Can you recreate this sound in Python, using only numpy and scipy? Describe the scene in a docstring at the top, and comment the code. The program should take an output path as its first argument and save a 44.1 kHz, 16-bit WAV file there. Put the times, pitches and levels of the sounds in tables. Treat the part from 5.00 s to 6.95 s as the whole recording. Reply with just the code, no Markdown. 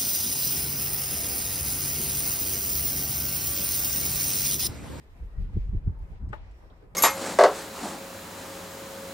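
"""First a lumpy low rumble: gusty wind buffets a stereo microphone in the open, and hard eddies thump on it.
Behind it lies the far rush of wind, made of noise bands, with faint whistles past a thin pole as wavering tones.
Flags on the pole rustle as split cloth noise and tick as small noise bursts.
One flag snaps taut: slaps ring a set of resonators, with a noise crack and a dull echo."""
import sys
import numpy as np
from scipy import signal
from scipy.fft import rfft, irfft
from scipy.io import wavfile
from scipy.ndimage import uniform_filter1d

SR = 44100
rng = np.random.default_rng(int(sys.argv[2]) if len(sys.argv) > 2 else 0)


def store_wav(level_fs):
    """Save 16-bit WAV to argv[1]."""
    pcm = np.round(np.clip(np.atleast_2d(level_fs), -1, 1) * 32767)
    wavfile.write(sys.argv[1], SR, pcm.T.astype(np.int16))


N = 85995


def amp(db):
    """Amplitude factor of a level in dB."""
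    return 10 ** (np.asarray(db) / 20)


def unit(x):
    """Scale to rms 1."""
    return x / np.sqrt(np.mean(x ** 2) + 1e-20)


def in_time(rows):
    """Draw each column after the first as a line over the time in the first."""
    s, *columns = np.transpose(rows)
    return [np.interp(np.arange(N) / SR, s, c) for c in columns]


def at_hz(points, hz):
    """Read a table of (f, value) along a logarithmic frequency axis."""
    points = np.array(points)
    return np.interp(np.log(hz), np.log(points[:, 0] + 1e-9), points[:, 1])


def band(x, low_hz, high_hz):
    """Band-pass between two edges."""
    return signal.sosfilt(signal.butter(2, [low_hz, min(high_hz, SR * .45)], "band", fs=SR, output="sos"), x)


def split(x, order, edge_hz, kind="low"):
    """Keep what lies below the edge, or above it for kind "high"."""
    return signal.sosfilt(signal.butter(order, edge_hz, kind, fs=SR, output="sos"), x)


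def drift(rate_hz):
    """Slow random wander of rms 1: noise through two equal low-pass poles, drawn every 40 samples."""
    step = 40
    r = np.exp(-2 * np.pi * rate_hz * step / SR)
    noise = rng.standard_normal(N // step + 2002)
    slow = signal.lfilter([1], [1, -2 * r, r * r], noise)[2000:]  # the filter has settled by then
    return np.interp(np.arange(N) / step, np.arange(len(slow)), unit(slow))


def dying(start_s, t60_s):
    """Envelope that starts at once and falls 60 dB in t60."""
    t = np.arange(N) / SR - start_s
    return (t >= 0) * amp(-60 * np.maximum(t, 0) / t60_s)


def pair(mid, side, alike):
    """Left and right with a given likeness: 1 the same, 0 unrelated, -1 opposite."""
    alike = np.clip(alike, -1, 1)
    return np.sqrt((1 + alike) / 2) * mid + np.sqrt((1 - alike) / 2) * side * [[1], [-1]]


# Left-right likeness at the stereo microphone: (f/Hz, likeness -1 to 1)
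PORT_LIKENESS = [(60, 1), (180, 0.94), (550, 0.57), (1650, -0.31), (4970, -0.13), (15000, 0.23)]


def banded(spectrum, patchy_db):
    """Third-octave bands of stereo noise, each with its own level, flicker and likeness; rms 1."""
    out = 0
    together = drift(14.)
    edges = 130 * 2 ** (np.arange(22) / 3)
    white = rng.standard_normal((2, 2, N))
    for k, (low_hz, high_hz) in enumerate(zip(edges, edges[1:])):
        mid, side = band(white[k % 2], low_hz, high_hz)  # neighbouring bands use separate noise
        centre_hz = np.sqrt(low_hz * high_hz)
        flicker_db = patchy_db * (.8 * together + drift(18.))
        stereo = pair(mid, side, at_hz(PORT_LIKENESS, centre_hz))
        out = out + amp(at_hz(spectrum, centre_hz) + flicker_db) * stereo
    return unit(out)


# Far wind, colour: (f/Hz, relative level/dB per Hz)
RUSH_COLOUR = [(130, -6), (200, -5), (290, -5), (460, -4), (560, -7.5), (940, -8.5), (1600, -16),
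               (2500, -28.5), (3300, -52)]
# Far wind, strength at the microphone: (t/s, level/dB)
RUSH_LEVEL = [(0, -63.5), (.2, -59), (.6, -60.5), (.85, -60.5), (1., -60), (1.25, -60.5), (1.5, -59),
              (1.95, -60.5)]


def far_rush():
    """Distant wind: patchy broad noise that swells slowly."""
    return amp(in_time(RUSH_LEVEL)[0]) * banded(RUSH_COLOUR, patchy_db=1.73)


# Faint whistles of wind past the pole: (start t/s, length/s, f at start/Hz, rise/Hz per s, level/dB)
POLE_WHISTLES = [(0.244, 0.28, 1845, 489, -74), (.3, 0.25, 1393, 402, -71.5), (0.91, 0.16, 883, -2, -64),
                 (1.357, 0.51, 5660, -600, -82.5)]
WHISTLE_WIDTH = .06  # bandwidth as a share of the pitch


def whistles():
    """Narrow wavering tones that glide, swell and fade: slow noise carried on a sine and a cosine."""
    t, out = np.arange(N) / SR, np.zeros((2, N))
    for s, length_s, hz, rise, db in POLE_WHISTLES:
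        waver = split(rng.standard_normal((2, 2, N)), 2, hz * WHISTLE_WIDTH / 2)
        phase = 2 * np.pi * (hz * t + rise * (t - s) ** 2 / 2)
        swell = np.sin(np.pi * np.clip((t - s) / length_s, 0, 1))
        tone = waver[0] * np.cos(phase) + waver[1] * np.sin(phase)
        out += amp(db) * swell * unit(tone)
    return out


# Cloth of the flags, colour: (f/Hz, relative level/dB per Hz)
CLOTH_COLOUR = [(1800, -0.5), (2500, -3), (3000, -7), (5400, -14.5), (6400, -22), (8200, -18.5),
                (11500, -24), (16000, -18.5)]
# Cloth at the microphone: (t/s, lower rustle level/dB, airy top level/dB)
CLOTH_LEVEL = [(0.0, -68, -78), (0.36, -72, -80), (0.418, -64, -74.5), (0.47, -68.5, -84),
               (0.624, -65, -80.5), (0.89, -77.5, -86.5), (1.118, -69, -76.5), (1.166, -69, -87),
               (1.276, -82, -86), (1.292, -67.5, -83), (1.318, -68, -90), (1.33, -61, -79.5),
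               (1.348, -69, -104), (1.416, -66, -92), (1.602, -70.5, -78.5), (1.84, -74.5, -85.5),
               (1.95, -82, -82.5)]
RUSTLE_SPLIT_HZ = 6800


def rustle():
    """Cloth noise whose lower part and airy top swell separately."""
    low_db, top_db = in_time(CLOTH_LEVEL)
    cloth = banded([(1200, -30)] + CLOTH_COLOUR, patchy_db=1.3)  # weak from 1200 Hz down
    low = split(cloth, 4, RUSTLE_SPLIT_HZ)
    top = split(cloth, 4, RUSTLE_SPLIT_HZ, "high")
    return amp(low_db) * unit(low) + amp(top_db) * unit(top)


# Small ticks of the cloth: (t/s, starting level/dB, centre f/Hz, t60/s)
CLOTH_TICKS = [(0.99, -64, 11500, 0.012), (1.157, -65, 3600, 0.017), (1.291, -70, 5460, 0.064),
               (1.29, -71, 8100, 0.11), (1.378, -68, 3600, 0.18), (1.511, -71, 8200, .04),
               (1.700, -65.5, 3830, 0.12), (1.826, -51.5, 445, 0.23)]


def ticks():
    """Tiny bursts of narrow noise that start at once and die away."""
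    white = rng.standard_normal((2, N))
    out = 0
    for s, db, hz, t60_s in CLOTH_TICKS:
        narrow = band(band(white, hz / 1.5, hz * 0.97), hz / 1.12, hz * 1.3)
        out = out + amp(db) * dying(s, t60_s) * unit(narrow)
    return out


# The fold runs taut in a few slaps: (t after the start/s, relative level/dB)
FOLD_SLAPS = [(.0008, -1), (.0034, -1.5), (.0081, -2.5), (0.0115, -6.5), (0.0155, -27)]
# Ringing of the taut cloth: (f/Hz, relative level/dB, t60/s)
CLOTH_RINGS = [(406, -29, 0.017), (618, -3.5, 0.032), (889, -4, 0.067), (1235, 1, 0.023), (1434, 1, 0.016),
               (1807, -4, 0.029), (2620, -7.5, 0.011)]
# Echo of the snap, colour: (f/Hz, relative level/dB per Hz)
ECHO_COLOUR = [(300, -6), (900, -1), (1600, -9.5), (2500, -16), (4000, -24), (8000, -39.5)]
SNAP_S, SNAP_DB = 1.329, -36.5
SNAP_PAN_DB = 5.5  # left gain over right
LEFT_LAG_S = .00023  # the slaps reach the left port later
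DULLING_DB_PER_S = 703  # later slaps lose this much for each octave above 1 kHz
SLAP_SOFT_HZ = 3100  # cloth hits softly: low-pass of the slaps
CRACK_DB, CRACK_HZ, CRACK_T60_S = -60, 7200, .012
ECHO_DB, ECHO_RISE_T60_S, ECHO_T60_S = -43.5, 0.013, 0.21


def slaps():
    """Each slap strikes every resonance of the taut cloth, with chance in its strength at each port."""
    out = np.zeros((2, N))
    s, db = np.transpose(FOLD_SLAPS)
    at = ((SNAP_S + s + [[LEFT_LAG_S], [0]]) * SR).astype(int)
    for hz, ring_db, t60_s in CLOTH_RINGS:
        dulling_db = DULLING_DB_PER_S * s * max(np.log2(hz / 1000), 0)
        chance_db = rng.normal(0, 3.6, (2, len(s)))
        clicks = np.zeros((2, N)) + 1e-18
        clicks[[[0], [1]], at] = amp(SNAP_DB + db + ring_db - dulling_db + chance_db)
        r, w = amp(-60 / (t60_s * SR)), 2 * np.pi * hz / SR  # decay and turn per sample
        out += signal.lfilter([0, np.sin(w)], [1, -2 * r * np.cos(w), r * r], clicks)
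    return split(out, 4, SLAP_SOFT_HZ)


def snap():
    """A flag snaps taut: slaps, a sharp crack of bright noise and a dull echo, nearer the left port."""
    crack = unit(band(rng.standard_normal((2, N)), CRACK_HZ / 0.93, CRACK_HZ * 1.12))
    out = slaps() + amp(CRACK_DB) * dying(SNAP_S, CRACK_T60_S) * crack
    echo_shape = dying(SNAP_S, ECHO_T60_S) - dying(SNAP_S, ECHO_RISE_T60_S)
    out += amp(ECHO_DB) * echo_shape * banded(ECHO_COLOUR, patchy_db=1.2)
    return out * amp([[SNAP_PAN_DB / 2], [-SNAP_PAN_DB / 2]])


RUMBLE_ALIKE, EVENNESS = 0.84, 0.38  # left-right likeness; steadiness 0 to 1


def coloured(spectrum, low_hz, high_hz):
    """Stereo noise with the given colour between two edges, its own swells partly evened out."""
    hz = np.maximum(np.arange(N // 2 + 1) * SR / N, 1)
    edges = 1 / np.sqrt((1 + (low_hz / hz) ** 8) * (1 + (hz / high_hz) ** 12))
    x = irfft(rfft(rng.standard_normal((2, N))) * amp(at_hz(spectrum, hz)) * edges, N)
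    power = uniform_filter1d(x ** 2, size=int(1.5 * SR / high_hz))
    swell = np.sqrt(power + .02 * np.mean(x ** 2))
    x = x / swell ** np.clip(EVENNESS, 0, 1)
    return pair(unit(x[0]), unit(x[1]), RUMBLE_ALIKE)


# Gusts on the microphone, before eddies sweep them aside: (t/s, deep level/dB, upper level/dB)
GUST_LEVEL = [(0.0, -57, -49), (0.13, -47.5, -90), (0.19, -52, -53), (0.228, -31, -50),
              (0.32, -47.5, -68.5), (0.396, -26, -37.5), (0.516, -40, -46.5), (0.552, -28.5, -41),
              (0.578, -21, -13), (0.606, -30, -55), (0.634, -35, -53), (0.694, -31.5, -42),
              (0.722, -33.5, -41.5), (0.754, -20.5, -21), (0.776, -22.5, -42.5), (0.814, -52.5, -48.5),
              (0.83, -42.5, -49.5), (0.874, -23, -38), (0.89, -26.5, -32), (0.95, -42.5, -51.5),
              (1.026, -32, -56), (1.086, -53, -52), (1.118, -32.5, -46), (1.184, -46.5, -61),
              (1.232, -36, -33.5), (1.292, -30.5, -40), (1.308, -36.5, -44), (1.4, -43.5, -60),
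              (1.422, -41, -56), (1.586, -48, -72), (1.95, -55, -54)]
# Rumble colour: (f/Hz, relative level/dB per Hz)
RUMBLE_COLOUR = [(12, -34.5), (20, -1), (43, 4.5), (70, -2.5), (173, -14), (343, -37), (372, -34),
                 (500, -43.5), (650, -67), (1100, -120)]
DEEP_TOP_HZ = 91  # border of the deep and upper parts


def rumble():
    """Turbulence on the ports: a deep part and an upper part that each follow the gusts."""
    deep_db, upper_db = in_time(GUST_LEVEL)
    deep = coloured(RUMBLE_COLOUR, 20.0, DEEP_TOP_HZ)
    upper = coloured(RUMBLE_COLOUR, DEEP_TOP_HZ, 476.0)
    return amp(deep_db) * deep + amp(upper_db) * upper


# Hard eddies that thump on the microphone: (t/s, swing level/dB, swing f/Hz, puff level/dB, puff f/Hz)
THUMPS = [(0.576, -18, 78.6, -28.5, 335), (0.697, -23, 59, -45, 252), (.756, -22, 64, -33.5, 265),
          (0.879, -16, 84.6, -36.5, 304), (1.25, -27.5, 60, -43, 231), (1.281, -29, 75, -42, 230),
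          (1.311, -29.5, 90, -44.5, 300)]
EDDY_CYCLES = .65  # half length of the swing, in its own cycles
EDDY_EDGE = .3  # share of the octave that sharpens the swing
EDDY_SKEW = 0.2  # radians the swing is ahead at one port and behind at the other
PUFF_LEAD_S, PUFF_S = .006, .0027  # lead over the swing; half length
SWEEP = .9  # share of the rumble swept aside at the middle of an eddy


def wind_on_ports():
    """Each eddy is a short low swing of pressure with a brighter puff in front; it sweeps the rumble aside."""
    t, out, calm = np.arange(N) / SR, np.zeros((2, N)), 1
    for s, db, hz, puff_db, puff_hz in THUMPS:
        turns = (t - s) * hz
        shape = np.exp(-(turns / EDDY_CYCLES) ** 2)
        phase = 2 * np.pi * turns + EDDY_SKEW * np.array([[1], [-1]]) * rng.choice([-1, 1])
        out -= amp(db) * shape * (np.cos(phase) + EDDY_EDGE * shape * np.cos(2 * phase))
        front = t - s + PUFF_LEAD_S
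        # a chance phase, slightly different at each port
        puff_phase = rng.uniform(0, 2 * np.pi) + rng.normal(0, 0.44, (2, 1))
        puff = np.cos(2 * np.pi * puff_hz * front + puff_phase)
        out += amp(puff_db) * np.exp(-(front / PUFF_S) ** 2) * puff
        calm = calm * (1 - SWEEP * np.sqrt(shape))
    return out + calm * rumble()


def scene():
    """Far wind, pole and flags, then the wind on the microphone itself."""
    return far_rush() + whistles() + rustle() + ticks() + snap() + wind_on_ports()


CUTOFF_HZ = 15800


def record(dry):
    """A steep low-pass cuts the top, 70 dB down from just above the cutoff."""
    return signal.sosfilt(signal.cheby2(12, 70, CUTOFF_HZ * 1.04, fs=SR, output="sos"), dry)


dry = scene()
out = record(dry)
store_wav(out)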